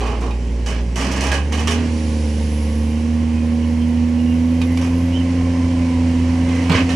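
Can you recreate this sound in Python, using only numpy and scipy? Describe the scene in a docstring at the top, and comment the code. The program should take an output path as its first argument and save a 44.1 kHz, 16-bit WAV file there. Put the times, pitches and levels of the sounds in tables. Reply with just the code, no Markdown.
"""A diesel drone and steel tracks slipping on rock: a large crawler tractor shoves a boulder across a
quarry floor, some twenty metres away. The six-cylinder engine revs up, its firings pulsing in exhaust,
rumble and clatter over fan and intake hiss; it lugs once, with a breathy, rising turbo whistle. The tracks
grind gravel, crack stone in stick-slip jerks and clank. Later dry pins squeak, a faint, thin tone sounds
near 11 kHz and the final drive whines. Near the end the machine lurches with a heavy crash."""
import sys
import numpy as np
from scipy import signal
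from scipy.fft import rfft, irfft, next_fast_len
from scipy.io import wavfile

SR = 44100
rng = np.random.default_rng(int(sys.argv[2]) if len(sys.argv) > 2 else 0)


def master(y):
    """Save y as 16-bit WAV."""
    cut = np.clip(np.atleast_2d(y).T, -1, 1)
    pcm = np.round(cut * 32767)  # scale
    wavfile.write(sys.argv[1], SR, pcm.astype(np.int16))


N = 306495
TIME_S = np.arange(N) / SR
FFT_SIZE = next_fast_len(N + 4096, True)
BINS_HZ = np.maximum(np.arange(FFT_SIZE // 2 + 1) * SR / FFT_SIZE, 1)
PAN_SPLIT = np.array([[.5], [-.5]])  # half of a left-minus-right value to each side


def from_db(db):
    """Decibels to gain."""
    return 10 ** (np.asarray(db) / 20)


def unit_rms(x):
    """Scale to rms 1."""
    return x / np.sqrt(np.mean(x ** 2) + 1e-20)


def curve(points):
    """A (time, value) table at every sample."""
    return np.interp(TIME_S, *np.transpose(points))


def spectrum_at(points, hz=BINS_HZ):
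    """A (frequency, value) table read on a log-frequency axis."""
    known_hz, value = np.transpose(points)
    return np.interp(np.log(hz), np.log(known_hz), value)


def after(start_s, length_s):
    """Sample span following an onset, and its age in seconds."""
    first = np.searchsorted(TIME_S, start_s, "right")
    span = slice(first, first + int(length_s * SR))
    return span, TIME_S[span] - start_s


def drift(rate_hz):
    """Smooth random wander, rms about 1."""
    hop, settle = 40, 2000
    pole = np.exp(-2 * np.pi * rate_hz * hop / SR)
    white = rng.standard_normal(N // hop + settle + 2)
    slow = signal.lfilter([1], [1, -2 * pole, pole * pole], white)[settle:]
    return np.interp(np.arange(N) / hop, np.arange(len(slow)), unit_rms(slow))


# Left-right likeness of noise: (frequency [Hz], coherence [0-1])
COHERENCE = [(300, 1), (600, 0.84), (1260, 0.9), (2700, 1), (9000, .8)]

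def noise(spectrum, drive=1):
    """Coloured stereo noise, its excitation weighted by drive; rms 1."""
    mid, side = rfft(rng.standard_normal((2, N)) * drive, FFT_SIZE)
    coherence = np.clip(spectrum_at(COHERENCE), 0, 1)
    pair = np.sqrt(1 + coherence) * mid + np.sqrt(1 - coherence) * side * [[1], [-1]]
    skirts = np.minimum(BINS_HZ / spectrum[0][0], 1) ** 2 * np.minimum(spectrum[-1][0] / BINS_HZ, 1) ** 3
    return unit_rms(irfft(pair * from_db(spectrum_at(spectrum)) * skirts, FFT_SIZE)[:, :N])


def lugging(start_s=1.74, attack_s=0.21, hold_s=0.35, release_s=1):
    """Engine load, 0-1: the boulder resists once."""
    return np.interp(TIME_S, start_s + np.cumsum([0, attack_s, hold_s, release_s]), [0, 1, 1, 0])


def spool_slack(start_s=0.81, spool_s=1):
    """Share of the turbo's speed rise still to come, 1 towards 0."""
    return np.exp(-np.maximum(TIME_S - start_s, 0) / spool_s)


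# Silencer response: (frequency [Hz], level [dB])
SILENCER_DB = [(59.5, -19.5), (64, -22.5), (69, -19), (75, -18.5), (80, -20.5), (85, -19.5), (118, -34.5),
               (150, -36), (172, -28), (192, -17.5), (213, -31.5), (225, -21), (244, -16), (258, -18.5)]
# Drone balance near the main pipe resonance: (frequency [Hz], left minus right [dB])
DRONE_PAN_DB = [(218, 1.5), (235, -1.5), (243, -2), (256, 2)]
# Weak engine orders, thirds from unequal cylinders: (multiple of firing rate [ratio], level [dB])
WEAK_ORDERS = [(7 / 3, -44.5), (8 / 3, -40.5), (10 / 3, -44), (11 / 3, -48), (4, -36.5), (13 / 3, -46),
               (16 / 3, -47), (6, -44), (19 / 3, -44), (7, -43), (23 / 3, -50)]
# Exhaust pipe resonances: (frequency [Hz], gain [dB])
PIPE_DB = [(150, -24), (240, 3), (305, -2.5), (350, -3.5), (410, -2), (470, -5.5), (520, 0), (590, -5),
           (700, -12)]

def exhaust(firing_hz, angle, lug, wobble_db=0.53, uneven_db=1.05, unboosted_db=-15, growl_db=4.5):
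    """Firing pulses: three harmonics shaped by the silencer, weak orders by the pipe and the load."""
    drone = np.zeros((2, N))
    for harmonic in (1, 2, 3):
        hz = harmonic * firing_hz
        level_db = spectrum_at(SILENCER_DB, hz) + spectrum_at(DRONE_PAN_DB, hz) * PAN_SPLIT
        if harmonic == 3:  # held back until the turbo spools up
            level_db += unboosted_db * spool_slack()
        drone -= from_db(level_db + wobble_db * drift(16.4)) * np.cos(harmonic * angle)
    for order, db in WEAK_ORDERS:
        jitter_rad = .12 + .11 * order * (1 - lug) ** 2  # high orders smear unless the engine lugs
        phase = order * angle + rng.uniform(0, 2 * np.pi) + jitter_rad * drift(8.9)
        level_db = db + growl_db * lug + spectrum_at(PIPE_DB, order * firing_hz)
        drone += from_db(level_db + uneven_db * drift(3.6)) * np.cos(phase)
    return np.sqrt(2) * drone


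# Gas rumble, combustion clatter, fan and intake hiss: (frequency [Hz], relative density [dB])
RUMBLE_SPECTRUM = [(25, -18), (45, 0), (65, 6.5), (110, 7.5), (190, 2), (290, 2.5), (420, -5.5), (550, 1.5),
                   (680, -18.5), (1000, -58)]
CLATTER_SPECTRUM = [(450, -14), (700, 7.5), (1050, 6.5), (1250, -3.5), (1450, -3), (1700, 0), (2100, 3),
                    (2600, -1), (3100, -1.5), (3500, -14), (4500, -11)]
HISS_SPECTRUM = [(2500, 8), (3800, 3.5), (4500, 4.5), (5700, 8), (7000, 2.5), (9000, -1.5), (11100, -5),
                 (11900, -43)]
# Their level laws: (level at working speed [dB], speed slope [dB/octave], gain at full lug [dB])
RUMBLE_LAW_DB = (-30.5, 3.8, -0.4)
CLATTER_LAW_DB = (-38.5, 10.8, 0.15)
HISS_LAW_DB = (-45, 7.8, 5.7)
# Engine noise grows as the machine draws level: (time [s], gain [dB])
APPROACH_DB = [(0, 1), (4.3, -0.47), (5.3, 1), (6.3, 2.5), (6.95, 4)]

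def engine_noise(firing_hz, angle, lug, working_hz=80, throb_db=2.0, knock_db=0.5):
    """Rumble and clatter swell at each firing; the hiss does not pulse. All rise with speed."""
    octaves = np.log2(firing_hz / working_hz)
    rumble_db, clatter_db, hiss_db = [
        db + db_per_octave * octaves + lug_db * lug + curve(APPROACH_DB)
        for db, db_per_octave, lug_db in (RUMBLE_LAW_DB, CLATTER_LAW_DB, HISS_LAW_DB)]
    firing = np.cos(angle)
    rumble = from_db(rumble_db) * noise(RUMBLE_SPECTRUM, from_db(throb_db * firing))
    clatter = from_db(clatter_db) * noise(CLATTER_SPECTRUM, from_db(knock_db * firing))
    return rumble + clatter + from_db(hiss_db) * noise(HISS_SPECTRUM)


# Long track slides: (time [s], hold [s], level [dB])
SLIDES = [(0.0, 0.15, -36), (0.676, 0.078, -32), (0.959, 0.33, -26.5), (1.713, 0.12, -33),
          (6.697, 0.074, -23)]
# Crushed gravel: (frequency [Hz], relative density [dB])
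GRAVEL_SPECTRUM = [(170, 1.5), (280, 10.5), (480, -5), (610, 7.5), (730, -8), (900, -2.5), (1400, -6.5),
                   (1700, -2.5), (3050, -6), (3700, -16), (5500, -13), (9000, -35)]

def grinding(attack_s=0.036, release_s=0.043, grain_db=1.0):
    """Gravel grinds without a break under a sliding track."""
    pressure = np.zeros(N)
    for start_s, hold_s, db in SLIDES:
        corners_s = start_s + np.cumsum([0, attack_s, hold_s, release_s])
        pressure += from_db(db) * np.interp(TIME_S, corners_s, [0, 1, 1, 0])
    return pressure * noise(GRAVEL_SPECTRUM, from_db(grain_db * drift(500)))


# Tracks slip on rock: (time [s], length [s], crunch [dB], thud [dB], splinter [dB], rubble t60 [s])
TRACK_SLIPS = [(.005, 0.049, -33, -23.5, -41, .45), (0.066, 0.036, -36.5, -24.5, -43, 0.43),
               (0.21, 0.053, -39, -22.5, -40.5, 0.29), (0.661, 0.051, -30, -29.5, -30.5, 0.37),
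               (0.958, .11, -29, -27, -29, 0.51), (1.114, 0.0072, -34, -43, -30.5, .3),
               (1.162, 0.011, -30.5, -27, -32.5, 0.36), (1.207, 0.064, -27, -25, -27, 0.4),
               (1.316, 0.023, -24, -30, -28, 0.39), (1.522, 0.076, -26.5, -29.5, -29.5, 0.5),
               (1.673, 0.033, -22.5, -28, -23.5, 0.45), (4.616, 0, -33, -34, -38, 0.079),
               (4.774, 0, -34, -44, -34, .09), (4.815, 0.03, -33.5, -27.5, -36, 0.36),
               (6.489, 0.18, -34, -34, -41, 0.44), (6.696, 0.033, -20.5, -17, -47, 0.3),
               (6.743, 0.022, -19.5, -29, -44, 0.25), (6.891, 0.026, -27.5, -31, -35, 0.46)]

def stick_slip(gap_s=.03, scatter_s=.005, snap_below_s=.004, sliding_db=-5, build_db_per_s=10):
    """A lone snap, or a breakaway then softer jerks that build; rows as TRACK_SLIPS without length."""
    jerks = []
    for start_s, length_s, *levels_db, t60_s in TRACK_SLIPS:
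        jerks.append((start_s, *levels_db, t60_s))
        if length_s < snap_below_s:
            continue
        count = max(1, round(length_s / gap_s))
        for delay_s in np.linspace(0, length_s, 1 + count)[1:]:
            jerk_s = start_s + delay_s + rng.normal() * min(scatter_s, delay_s / 10)
            force_db = sliding_db + build_db_per_s * delay_s + 1.5 * rng.uniform(-1.8, 1)
            jerks.append((jerk_s, *(np.array(levels_db) + force_db), t60_s))
    return jerks


# Crushed rock, frame thud, flying splinters: (frequency [Hz], relative density [dB])
CRUNCH_SPECTRUM = [(380, -3), (560, -2), (700, -3.5), (1170, 2.5), (1380, -10.5), (1700, -2.5), (3090, 0.5),
                   (3550, -11), (4060, -10.5), (5920, -16), (8640, -21.5), (13000, -58)]
THUD_SPECTRUM = [(40, -25), (90, -3), (160, -18), (260, -9), (450, -10.5), (700, -17), (1100, -11),
                 (1500, -31), (2500, -56)]
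SPLINTER_SPECTRUM = [(1500, -19), (3600, -16), (4500, -0.5), (5900, 7), (7000, 0), (9000, -3.5),
                     (11300, -12), (13000, -25)]

def rock_crush(jerks, crack_db=-2, crack_s=0.0013, thud_rise_s=0.0094, clump_db=1.5, crackle_db=0.5):
    """Each jerk cracks rock into a dying burst of clumped grains, with a thud and a spray of splinters."""
    power = np.zeros((3, N))
    t60_share = np.array([[1], [1], [0.55]])  # splinters die sooner
    for start_s, crunch_db, thud_db, splinter_db, t60_s in jerks:
        span, age_s = after(start_s, 1)
        crack = np.sqrt(1 + from_db(crack_db) * np.exp(-age_s / crack_s))
        heave = 1 - np.exp(-age_s / thud_rise_s)  # the heavy frame responds later
        attack = from_db([[crunch_db], [thud_db], [splinter_db]]) * np.array([crack, heave, crack])
        decay = from_db(-60 * age_s / (t60_s * t60_share))
        power[:, span] += (attack * decay) ** 2
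    crunch, thud, splinter = np.sqrt(power)
    grains = from_db(drift(460) + clump_db * drift(24))
    rubble = crunch * noise(CRUNCH_SPECTRUM, grains) + thud * noise(THUD_SPECTRUM)
    return rubble + splinter * noise(SPLINTER_SPECTRUM, grains * from_db(crackle_db * drift(900)))


# Track shoe modes: (frequency [Hz], gain [dB], t60 [s])
SHOE_MODES = [(834, -16, .2), (1640, -15, .12), (1970, -16, .1), (2590, -15, .06), (3012, -14, .05)]

def shoe_ring(force, ring_db=-6):
    """The crushing force rings the steel track shoes."""
    ring = np.zeros_like(force)
    for hz, db, t60_s in SHOE_MODES:
        pole, step_rad = from_db(-60 / (t60_s * SR)), 2 * np.pi * hz / SR
        feedback = [1, -2 * pole * np.cos(step_rad), pole * pole]
        mode = signal.lfilter([0, np.sin(step_rad)], feedback, force + 1e-18)
        ring += from_db(db) * np.sqrt(1 - pole * pole) * mode
    return from_db(ring_db) * ring


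def stones(jerks, stone_db=-5.5, ring_cycles=350, low_hz=1500, high_hz=6500, count=9, spread_s=.02):
    """Pieces break off in turn and ring at their own pitches; higher ones are weaker and shorter."""
    out = np.zeros((2, N))
    for start_s, crunch_db, *_, t60_s in jerks:
        span, age_s = after(start_s, .5)
        for pitch, delay, lean in rng.random((count, 3)):
            hz = low_hz * (high_hz / low_hz) ** pitch
            since_s = np.maximum(age_s - spread_s * delay, 0)
            decay = from_db(-60 * since_s / min(ring_cycles / hz, t60_s))
            gain = from_db(crunch_db + stone_db) * np.sqrt(low_hz / hz)
            pan = np.array([[.5 + lean], [1.5 - lean]])
            out[:, span] += gain * pan * decay * np.sin(2 * np.pi * hz * since_s)
    return out


# Heavy blows, the last two being the crash: (time [s], frequency [Hz], level [dB], t60 [s])
FRAME_BLOWS = [(.005, 417.4, -24, 0.76), (.005, 753, -26.5, 0.31), (1.682, 419, -23, 1),
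               (6.698, 168.6, -1.5, 0.097), (6.748, 92.7, -7, 0.23)]

def frame_thumps(rise_s=0.0059):
    """Each blow sets the frame or blade swinging at one low pitch."""
    out = np.zeros(N)
    for start_s, hz, db, t60_s in FRAME_BLOWS:
        age_s = np.maximum(TIME_S - start_s, 0)
        envelope = from_db(db - 60 * age_s / t60_s) * (1 - np.exp(-age_s / rise_s))
        out -= envelope * np.sin(2 * np.pi * hz * age_s)
    return out


# Steel-on-steel tick: (frequency [Hz], relative density [dB])
TICK_SPECTRUM = [(450, 6), (850, -4), (1400, -8), (2400, -2), (3700, -5), (5000, -10), (9000, -14)]
# Link impacts: (time [s], main ring [Hz], level [dB], t60 [s])
LINK_DROPS = [(.075, 2510, -33, 0.3), (.225, 2420, -34, .2), (.309, 2467, -32, .2),
              (1.317, 1638, -20, 0.35), (1.679, 2950, -20.5, 0.18), (4.616, 2480, -23, 0.056),
              (4.773, 2320, -24.5, 0.082), (6.719, 2346, -20, 0.1), (6.754, 1950, -22, 0.078)]
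# Link modes: (multiple of main ring [ratio], gain [dB])
LINK_PARTIALS = [(0.348, -7), (0.482, -11), (0.997, -1), (1.09, -8), (1.239, -11.5), (1.53, -11.5),
                 (1.9, -16)]

def link_clanks(tick_db=-5, tick_t60_s=0.061, rattle_rad=0.68, uneven_db=1.5):
    """A track link drops home: a hard tick, then a short, rattling ring."""
    out, tick = np.zeros((2, N)), noise(TICK_SPECTRUM)
    for start_s, hz, db, t60_s in LINK_DROPS:
        span, age_s = after(start_s, .5)
        out[:, span] += from_db(db + tick_db - 60 * age_s / tick_t60_s) * tick[:, span]
        for ratio, mode_db in LINK_PARTIALS:
            phase = 2 * np.pi * ratio * hz * age_s + rattle_rad * drift(81)[span]
            level_db = db + mode_db - uneven_db * rng.normal()
            out[:, span] += from_db(level_db - 60 * age_s / t60_s) * np.sin(phase)
    return out


def rough_tone(hz, db, half_width_hz):
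    """A narrow noise band following a pitch curve."""
    phase = 2 * np.pi * np.cumsum(hz) / SR
    lowpass = signal.butter(4, half_width_hz, fs=SR, output="sos")
    in_phase, quadrature = unit_rms(signal.sosfilt(lowpass, rng.standard_normal((2, N))))
    return from_db(db) * (in_phase * np.cos(phase) + quadrature * np.sin(phase))


# Breathy whistle, then a faint, thin tone: (time [s], level [dB])
HIGH_TONE_DB = [(1.8, -64), (2.05, -54), (2.7, -49), (2.9, -52), (3.05, -62), (4.45, -60), (4.7, -54),
                (5, -55), (5.3, -72)]

def high_tone(lug, start_hz=7460, top_hz=11250, waver_db=1.5):
    """A breathy, rising whistle while the engine lugs; later a faint, thin tone near 11 kHz."""
    hz = top_hz - (top_hz - start_hz) * spool_slack()
    db = curve(HIGH_TONE_DB) + waver_db * drift(3.5)
    breathy = rough_tone(hz, db, half_width_hz=550)
    thin = rough_tone(hz, db, half_width_hz=100)
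    return np.sqrt(lug) * breathy + np.sqrt(1 - lug) * thin


# Dry track pins: (time [s], length [s], start pitch [Hz], end pitch [Hz], level [dB])
PIN_TURNS = [(3.32, 0.18, 2530, 2490, -47), (3.622, 0.04, 2790, 2880, -41), (3.768, .11, 3150, 3140, -46),
             (4.17, .06, 2840, 2850, -44), (4.245, .12, 2830, 2805, -43), (4.625, .21, 2062, 2017, -42),
             (5.118, 0.08, 2900, 3065, -33), (5.19, .04, 3080, 2930, -38.5), (6.45, .22, 2088, 2046, -36.5)]

def pin_squeaks(rasp_db=2.5, waver_hz=24, scrape_rad=.6, give_at=0.36, give_share=0.098):
    """A pin scrapes out a rough note as its link turns; the pitch slides over as the pin gives."""
    out = np.zeros(N)
    rasp = from_db(rasp_db * drift(68.5))
    waver = waver_hz * drift(100)
    scrape = scrape_rad * drift(200)
    for start_s, length_s, start_hz, end_hz, db in PIN_TURNS:
        turn = np.clip((TIME_S - start_s) / length_s, 0, 1)
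        give = (1 + np.tanh((turn - give_at) / give_share)) / 2
        hz = start_hz + (end_hz - start_hz) * give + waver
        out += from_db(db) * np.sin(np.pi * turn) * np.sin(2 * np.pi * np.cumsum(hz) / SR + scrape)
    return np.sqrt(2) * rasp * out


def gear_whine(start_s=5.2, length_s=1.15, start_hz=1070, end_hz=960, level_db=-42):
    """The final drive swells and fades, its pitch falling as the tracks slow."""
    progress = np.clip((TIME_S - start_s) / length_s, 0, 1)
    hz = start_hz + (end_hz - start_hz) * progress
    return np.sin(np.pi * progress) * rough_tone(hz, level_db, half_width_hz=18)


def reflections(direct, earliest_s=0.002004, latest_s=.04, echo_db=-15, stereo_lag_s=.00035, count=10):
    """Ground, blade and boulder add quick echoes whose paths change as the machine creeps."""
    out, gain = direct.copy(), from_db(echo_db)
    delays_s = rng.uniform(earliest_s, latest_s, count)
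    creeps = rng.normal(0, 1e-4, count)
    for delay_s, creep, lean in zip(delays_s, creeps, np.linspace(-1, 1, count)):
        path_s = delay_s + creep * TIME_S + lean * stereo_lag_s * PAN_SPLIT
        for side in (0, 1):
            out[side] += gain * np.interp(TIME_S - path_s[side], TIME_S, direct[side], left=0)
    return out / np.sqrt(1 + count * gain ** 2)


# Engine speed: (time [s], firing rate [Hz])
FIRING_HZ = [(0, 58.2), (.9, 59.7), (1.28, 67.6), (1.45, 72.8), (1.8, 80.5), (2, 77.4), (2.25, 74.8),
             (2.55, 74), (2.85, 75.2), (3.1, 78.5), (3.4, 78.4), (4.25, 80.9), (4.8, 84.9), (5.35, 86.2),
             (6.15, 84), (6.75, 86.1)]

def scene():
    """Speed and load drive the engine; the slipping tracks break rock under it."""
    firing_hz = curve(FIRING_HZ)
    angle = 2 * np.pi * np.cumsum(firing_hz) / SR  # one turn per firing
    lug, jerks = lugging(), stick_slip()
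    tones = gear_whine() + high_tone(lug) + pin_squeaks()
    crush = rock_crush(jerks)
    tracks = crush + shoe_ring(crush) + stones(jerks) + grinding() + link_clanks()
    drone = exhaust(firing_hz, angle, lug)
    return drone + reflections(engine_noise(firing_hz, angle, lug) + tracks) + frame_thumps() + tones


# Stereo colouring: (frequency [Hz], left minus right [dB])
STEREO_TILT_DB = [(250, -3), (450, -1.5), (750, -3), (1250, -9.5), (2000, -2.5), (2500, -4), (3000, -12),
                  (3500, -5), (4500, -7), (6600, 0)]

def record(dry, ceiling=.88, cutoff_hz=12900):
    """Each microphone colours its side; the highest peaks are rounded and the top is cut."""
    sides = from_db(spectrum_at(STEREO_TILT_DB) * PAN_SPLIT)
    coloured = irfft(rfft(dry, FFT_SIZE) * sides / sides.mean(axis=0), FFT_SIZE)[:, :N]
    rounded = coloured / (1 + (coloured / ceiling) ** 8) ** (1 / 8)
    lowpass = signal.ellip(10, .3, 70, cutoff_hz, fs=SR, output="sos")
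    return signal.sosfilt(lowpass, rounded)


dry = scene()
out = record(dry)
master(out)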